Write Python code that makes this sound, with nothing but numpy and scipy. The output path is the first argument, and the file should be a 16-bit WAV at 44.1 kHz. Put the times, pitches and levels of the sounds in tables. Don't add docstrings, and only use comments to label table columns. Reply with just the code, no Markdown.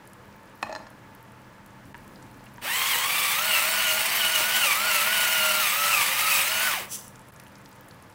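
import sys
import numpy as np
from scipy import signal
from scipy.fft import rfft, irfft
from scipy.io import wavfile
from scipy.ndimage import uniform_filter1d

SR = 44100
rng = np.random.default_rng(int(sys.argv[2]) if len(sys.argv) > 2 else 0)


def bounce(signal):
    frames = np.transpose(np.atleast_2d(signal))
    limited = np.clip(frames, -1, 1)
    pcm = np.round(limited * 32767).astype(np.int16)
    wavfile.write(sys.argv[1], SR, pcm)


N = 358974
TIME = np.arange(N) / SR


def amp(db):
    return 10 ** (np.asarray(db) / 20)


def evened(x):
    return x / np.sqrt(np.mean(x ** 2) + 1e-20)


def read(points, hz):
    point_hz, value = np.transpose(points)
    return np.interp(np.log(hz + 1), np.log(point_hz + 1), value)


def follow(table, axis):
    rows = np.array(table, float)
    return np.interp(TIME, rows[:, 0], rows[:, axis])


def during(table, fade_s=0.01):
    fade_in = np.clip((TIME - table[0][0]) / fade_s, 0, 1)
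    fade_out = np.clip((table[-1][0] - TIME) / fade_s, 0, 1)
    return fade_in * fade_out


def add(mix, start_s, sound):
    part = mix[round(start_s * SR):][:len(sound)]
    part += sound[:len(part)]


def drift(rate_hz):
    hz = np.fft.rfftfreq(N, 1 / SR)
    return evened(irfft(rfft(rng.standard_normal(N)) / (1 + (hz / rate_hz) ** 4), N))


def lag(x, settle_s):
    keep = np.exp(-1 / (settle_s * SR))
    return signal.lfilter([1 - keep], [1, -keep], x)


def colour(x, spectrum, rings=(), size=4096):
    hz = abs(np.fft.fftfreq(size, 1 / SR))
    ring_db = sum(height_db / (1 + (2 * (hz - ring_hz) / width_hz) ** 2) for ring_hz, width_hz, height_db in rings)
    log_gain = np.log(amp(read(spectrum, hz) + ring_db))
    taps = np.fft.ifft(np.exp(np.conj(signal.hilbert(log_gain)))).real
    return evened(signal.oaconvolve(x, taps)[:N])


def grains(per_s, spread_db):
    size = amp(spread_db * np.minimum(rng.exponential(1, N), 5))
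    sign = rng.choice([-1, 1], N)
    return size * sign * (rng.random(N) < per_s / SR)


def strikes(blows, modes, tick_db, size=13000):
    out, t_s = np.zeros(N), np.arange(size) / SR
    hz, mode_db, t60_s = np.array(modes, float).T[:, :, None]
    for start_s, blow_db, favoured_hz, lift_db in blows:
        octaves_off = np.log2(hz / favoured_hz)
        share = amp(mode_db + lift_db * np.exp(-(2 * octaves_off) ** 2))
        tones = np.sin(2 * np.pi * (hz * t_s + rng.random(hz.shape)))
        ring = share / np.linalg.norm(share) * amp(-60 * t_s / t60_s) * tones
        tick = signal.lfilter([1], [1, -.6], rng.standard_normal(size)) * np.exp(-t_s / 0.0014)
        attack = 1 - np.exp(-t_s / 0.000073)
        add(out, start_s, amp(blow_db) * (ring.sum(0) + amp(tick_db) * tick) * attack)
    return out


# hz, relative_db_per_hz
AIR_COLOUR = [(15, -29), (25, -4.5), (59, -5.5), (129, -1), (164, -5.5), (204, -3.5), (221, -7),
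              (274, -4.5), (445, -10.5), (482, -7), (782, -14), (871, -9), (1750, -14), (3930, -27.5),
              (15500, -39.5)]


def fan_air():
    rings = [(878, 47, 5.0), (382, 120, -3), (60, 17, -10), (22, 16, -9)]  # hz, width_hz, height_db
    level_db = -49.9 + 0.35 * drift(rate_hz=8.6)
    return colour(rng.standard_normal(N), AIR_COLOUR, rings) * amp(level_db)


# hz, rms_db
FAN_TONES = [(123.8, -62.5), (199.2, -61), (527.6, -87), (904.4, -69.5), (1701, -68.5), (14745, -79)]


def fan_hum():
    tones = sum(amp(rms_db + 2.0 * drift(rate_hz=4.1))
                * np.sin(2 * np.pi * hz * TIME + 0.49 * drift(rate_hz=5.1)) for hz, rms_db in FAN_TONES)
    return np.sqrt(2) * tones


# time_s, level_db
RUMBLE_LEVEL = [(1.85, -48), (1.97, -54), (2.15, -52.5), (2.45, -55), (2.62, -58)]
# hz, relative_db_per_hz
RUMBLE_SPECTRUM = [(20, -23), (44, -7), (65, -14), (150, -9.5), (270, -9), (450, -19), (1500, -42.5)]


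def rumble():
    noise = colour(rng.standard_normal(N), RUMBLE_SPECTRUM)
    return noise * amp(follow(RUMBLE_LEVEL, axis=1)) * during(RUMBLE_LEVEL)


def hob():
    return fan_air() + rumble() + fan_hum()


# hz, t60_s
KITCHEN_DECAY = [(200, 1), (1000, 0.56), (4000, 0.41), (12000, 0.45)]


def kitchen(x, size=22050):
    reflections = rng.standard_normal(size) * (rng.random(size) < .12)
    reflections = reflections * (np.arange(size) > .004 * SR)
    hz, t_s, bands = signal.stft(reflections, SR, nperseg=256)
    decay = amp(-60 * t_s / read(KITCHEN_DECAY, hz)[:, None])
    tail = signal.istft(bands * decay, SR, nperseg=256)[1]
    return signal.oaconvolve(x, tail / np.linalg.norm(tail))[:N]


def bubble(hz, size=600):
    cycles = hz * np.arange(size) / SR
    film = rng.standard_normal(size) + 1j * rng.standard_normal(size)
    pole = np.exp(-.45 * np.pi * hz / SR)
    film = signal.lfilter([1], np.poly([pole, pole]), film)
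    pop = (film * np.exp(2j * np.pi * cycles)).real * np.exp(-cycles / 13)
    return pop / abs(pop).max()


POPS_PER_S, POP_PEAK_DB, POP_SPREAD_DB = 1.7, -43, 6
POP_LOW_HZ, POP_HIGH_HZ = 6000, 14300


def chance_pops(count=40):
    start_s = np.cumsum(rng.exponential(1, count)) / POPS_PER_S
    peak_db = POP_PEAK_DB + POP_SPREAD_DB * rng.standard_normal(count)
    return list(zip(start_s, peak_db, rng.uniform(POP_LOW_HZ, POP_HIGH_HZ, count)))


# time_s, rms_db
FIZZ_LEVEL = [(1.9, -72), (1.97, -63.5), (7.2, -62), (8.14, -60.5)]
# start_s, peak_db, centre_hz
SET_POPS = [(0.075, -37, 10900), (0.1334, -39, 9050), (0.9028, -41, 10400), (1.1503, -36, 13100),
            (1.2281, -40, 13000), (2.158, -42, 4480), (2.465, -41, 2480), (7.0803, -31, 9400),
            (7.1573, -38.5, 7100), (7.399, -39, 9600), (7.398, -41, 5030), (7.399, -41, 2000),
            (7.4655, -41.5, 2780), (7.5546, -42, 5460), (7.8096, -38, 14600), (7.9099, -41.5, 4470)]


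def simmer(count=24, tilt_db_per_octave=3.5):
    sizes_hz = np.linspace(4000, 15600, count)
    fizz = sum(amp(tilt_db_per_octave * np.log2(hz))
               * signal.oaconvolve(grains(per_s=18, spread_db=5.5), bubble(hz))[:N] for hz in sizes_hz)
    out = evened(fizz) * amp(follow(FIZZ_LEVEL, axis=1))
    for start_s, peak_db, hz in SET_POPS + chance_pops():
        add(out, start_s, amp(peak_db) * bubble(hz))
    return out


# start_s, level_db, favoured_hz (by point of contact), lift_db
UTENSIL_KNOCKS = [(0.6273, -13.5, 2650, 17), (0.629, -14.5, 845, 16), (0.695, -27, 615, 20),
                  (0.716, -35, 620, 6), (0.726, -31, 5200, 10), (0.7275, -26.5, 610, 23),
                  (0.7505, -25.5, 4580, 8), (0.761, -28.5, 4400, 5), (0.868, -38.5, 6000, 6)]
# hz, relative_db, t60_s
UTENSIL_MODES = [(223, -14, 0.4), (315, -8, 0.071), (633, -8, 0.08), (856, 2, 0.033), (917, 0.5, 0.034),
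                 (1065, -2, 0.032), (1390, -2, 0.037), (1740, 0.5, 0.053), (1850, 0, 0.018),
                 (2550, -10, 0.034), (2680, -5.5, 0.0063), (3700, -14, 0.024), (4160, -9.5, 0.045),
                 (4870, -10, 0.026), (5500, -11, 0.027), (6500, -18, 0.038), (6560, -16, 0.04),
                 (7360, -16, 0.037), (8360, -20, 0.043), (10600, -26, .04)]


def utensil():
    return strikes(UTENSIL_KNOCKS, UTENSIL_MODES, tick_db=-24)


# peak_s, length_s, level_db
CORN_SLIDES = [(6.938, 0.061, -30), (6.997, 0.026, -45), (7.047, 0.089, -49.5)]
# hz, relative_db_per_hz
SLIDE_SPECTRUM = [(1000, -17), (2400, -17), (2900, -6.5), (4200, -12), (5300, -6), (6050, 4), (6800, -7),
                  (7600, 1), (8600, -6), (9600, -0.5), (12500, -9), (15600, -6)]


def slide():
    level = sum(amp(level_db) * np.exp(-(2 * (TIME - peak_s) / length_s) ** 2)
                for peak_s, length_s, level_db in CORN_SLIDES)
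    return colour(grains(per_s=4600, spread_db=3.0), SLIDE_SPECTRUM) * level


# start_s, level_db, favoured_hz, lift_db
BODY_SNAPS = [(1.945, -28.5, 1450, 5), (1.951, -30.5, 1500, 5), (2.582, -31, 1450, 0),
              (2.586, -46, 1300, 6.5), (2.625, -31, 2500, 10), (2.944, -19, 2900, 34),
              (2.955, -17, 2200, 12), (2.958, -16, 600, 11), (4.405, -18, 3794, 31),
              (4.407, -19.5, 396.5, 13.5), (5.267, -20, 2003, 13), (6.0125, -11.5, 3485, 25),
              (6.738, -17, 2044, 15)]
# hz, relative_db, t60_s
BODY_MODES = [(380, -13.5, .025), (487, -8.5, 0.038), (951, 4.5, 0.067), (1320, -2, 0.027),
              (1730, 12, 0.01), (2080, -17, .018), (2840, -0.5, 0.011), (4000, -16, .006)]


def snaps():
    return strikes(BODY_SNAPS, BODY_MODES, tick_db=-39)


def patchy(x, depth_db):
    bands = signal.stft(x, nperseg=512, noverlap=384)[2]
    patches = uniform_filter1d(rng.standard_normal(bands.shape), size=6, axis=0)
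    patches = evened(uniform_filter1d(patches, size=17, axis=1))
    return evened(signal.istft(bands * amp(depth_db * patches), nperseg=512, noverlap=384)[1][:N])


RATTLE_DB, CRUNCH_DB, RATTLE_SHARE = -28, -26, 0.43
RATTLE_POWER, CRUNCH_POWER = 0.84, 0.94
# hz, relative_db_per_hz
HOUSING_COLOUR = [(100, -45), (380, -18.5), (600, -12), (900, -3), (1200, -2.5), (1550, -5.5), (2000, 1.5),
                  (2350, 1), (2900, 0.5), (3400, -6.5), (4500, -11.5), (8000, -32.5)]
# hz, relative_db_per_hz
CRUNCH_COLOUR = [(500, -21.5), (2000, 1.5), (3800, -2.5), (5200, 2), (6900, -1.5), (8200, 0.5),
                 (10000, 1.5), (11000, -0.5), (13700, 1), (15600, 5.5)]
# hz, width_hz, height_db (above the crunch)
BURR_RINGS = [(3774, 130, 9.5), (4450, 300, 4.5), (6400, 390, 3.5), (7760, 440, 5), (8820, 350, 4.5),
              (9870, 400, 2), (12620, 200, 1.5), (12500, 250, 5), (15400, 500, -3.5), (15000, 380, 4.5)]


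def grinding(speed, extra_db):
    jolt = drift(rate_hz=40)
    rattle = patchy(colour(grains(per_s=4000, spread_db=-1.5), HOUSING_COLOUR), depth_db=0.7)
    crunch = patchy(colour(grains(per_s=11000, spread_db=2.0), CRUNCH_COLOUR, BURR_RINGS), depth_db=1.82)
    rattle_db = RATTLE_DB + RATTLE_SHARE * extra_db + 1.0 * jolt
    crunch_db = CRUNCH_DB + extra_db + 0.76 * jolt + 0.73 * drift(rate_hz=88)
    rattle = rattle * amp(rattle_db) * speed ** RATTLE_POWER
    return rattle + crunch * amp(crunch_db) * speed ** CRUNCH_POWER


def harmonic(angle, order, clean, scatter_hz):
    clean = np.clip(clean, 0, 1)
    fuzz_angle = 1.02 * order * angle
    fuzz = drift(scatter_hz) * np.cos(fuzz_angle) + drift(scatter_hz) * np.sin(fuzz_angle)
    tone = np.sqrt(2 * clean) * np.cos(order * angle) + np.sqrt(1 - clean) * evened(fuzz)
    return tone * amp(1.34 * drift(rate_hz=48))


FREE_HZ, TEETH = 1559, 6.74
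FLUTTER, FLUTTER_LOAD = 0.00492, 0.01507
UPPER_LOAD_DB, WHINE_POWER = 9.5, 1.16
SHAFT_ORDERS = (1, 3)
TOOTH_ORDERS = (3, 4)
# hz, rms_db
MOTOR_LEVEL = [(100, -86), (170, -57), (210, -57), (350, -57), (480, -55.5), (560, -44), (650, -42.5),
               (720, -51)]
# hz, rms_db
UPPER_LEVEL = [(2200, -46), (2900, -30.5), (3350, -37), (3700, -40.5), (4400, -43), (4900, -49.5),
               (6200, -65)]
# tooth_rate_hz, clean_share (0-1)
CONTACT = [(1050, 0.63), (1300, .25)]
# time_s, rms_db
WHINE_LEVEL = [(2.7, -34), (3.38, -33), (3.6, -33.5), (3.7, -38), (3.8, -34.5), (3.98, -33), (4.11, -50),
               (4.22, -34), (4.7, -29.5), (5.2, -30.5), (5.6, -28.5), (5.68, -33.5), (5.83, -26.5),
               (6.03, -29), (6.13, -41.5), (6.26, -27.5), (6.48, -39.5), (6.71, -29)]
# hz, gain_db
CHATTER_GAIN = [(1400, 0), (2000, -4), (2400, -2.5), (2950, -0.5), (3150, -6)]


def gears(speed, load, chatter):
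    flutter = (FLUTTER + FLUTTER_LOAD * load) * drift(rate_hz=29.47)
    tooth_hz = FREE_HZ * speed * (1 + flutter)
    angle = 2 * np.pi * np.cumsum(tooth_hz) / SR
    motor = sum(amp(read(MOTOR_LEVEL, k * tooth_hz / TEETH) + 2.0 * drift(rate_hz=15))
                * np.cos(k * angle / TEETH) for k in SHAFT_ORDERS)

    purity = np.interp(tooth_hz, [850, 1380], [.45, .9])
    whine_level = amp(follow(WHINE_LEVEL, axis=1)) * speed ** WHINE_POWER
    whine = whine_level * harmonic(angle, order=1, clean=purity, scatter_hz=121)

    contact = read(CONTACT, tooth_hz)
    second_level = chatter * amp(read(CHATTER_GAIN, 2 * tooth_hz)) * np.minimum(2 * speed, 1)
    second = second_level * harmonic(angle, order=2, clean=contact, scatter_hz=141)
    upper = sum(amp(read(UPPER_LEVEL, k * tooth_hz) + UPPER_LOAD_DB * load)
                * harmonic(angle, order=k, clean=contact, scatter_hz=139) for k in TOOTH_ORDERS)
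    return speed * (np.sqrt(2) * motor + upper) + whine + second


GRIP_S = 0.03
# start_s, length_s (to release), load (share of stall 0-1), chatter_db, extra_crunch_db
CORN_BITES = [(2.673, 0.061, 0.28, -31, 3), (2.738, .158, 0.28, -37, 3), (2.897, .04, 0.62, -32, 5),
              (2.937, .169, .23, -37, 2.5), (3.105, 0.23, 0.26, -32, 3), (3.471, .12, 0.2, -27.5, 3.5),
              (3.721, .087, 0.11, -37, 0.5), (3.837, 0.081, 0.15, -30.5, 2.5), (3.947, 0.046, 0.1, -32, 3),
              (4.166, .11, 0.13, -30.5, 1), (4.317, 0.069, 0.16, -28, 4.5), (4.495, .061, 0.07, -31.5, 2),
              (4.59, .13, .38, -25, 4.5), (4.86, .14, .205, -32, 4), (5.123, .14, .1, -37, 2.5),
              (5.279, 0.32, 0.11, -31, 2.3), (5.593, .1, .38, -32, 3.5), (5.732, 0.18, .14, -52, 3),
              (5.908, .11, 0.34, -25.5, 5), (6.024, .19, 0.19, -38, 2.5), (6.223, 0.069, 0.17, -40, 5),
              (6.289, .12, 0.22, -28, 5), (6.483, 0.082, .05, -40, 1), (6.62, 0.039, .02, -42, 1.5)]


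def biting(heights):
    out = 0
    for (start_s, length_s, *_), height in zip(CORN_BITES, heights):
        grip = np.clip((TIME - start_s) / GRIP_S, 0, 1)
        release = np.clip((start_s + length_s - TIME) / GRIP_S + 1, 0, 1)
        out = out + height * grip * release
    return out


ON_S, OFF_S, COAST_S = 2.612, 6.674, 0.2
INERTIA_S, SETTLE_S = 0.094, 0.023
CHATTER_DB = -41.5
UNLOAD_DB = -6.5


def mill():
    _, _, loads, chatter_db, extra_db = np.transpose(CORN_BITES)
    load = biting(loads)
    coasted = np.clip((TIME - OFF_S) / COAST_S, 0, 1)
    driven = (TIME > ON_S) * np.clip(1 - load, 0, 1)
    speed = lag(driven, INERTIA_S) * (1 - coasted)
    chatter = amp(CHATTER_DB) + biting(amp(chatter_db))
    tones = gears(speed, load, chatter) * amp(UNLOAD_DB * coasted)
    return tones + grinding(speed, lag(biting(extra_db), SETTLE_S))


def scene():
    near = mill() + slide() + simmer() + snaps()
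    counter = utensil()
    reflected = kitchen(amp(-11) * near + amp(-8) * counter)
    mono = near + counter + reflected + hob()
    return np.array([mono, mono])


EDGE_HZ = 15830
# centre_s, length_s, depth_db
LEVEL_DIPS = [(1.936, 0.01, -14), (7.315, 0.0098, -14)]


def record(dry):
    dip_db = sum(depth_db * np.exp(-(2 * (TIME - centre_s) / length_s) ** 4)
                 for centre_s, length_s, depth_db in LEVEL_DIPS)
    low_pass = signal.firwin(511, EDGE_HZ, window=("kaiser", 9), fs=SR)
    return signal.oaconvolve(dry * amp(dip_db), low_pass[None], "same")


dry = scene()
out = record(dry)
bounce(out)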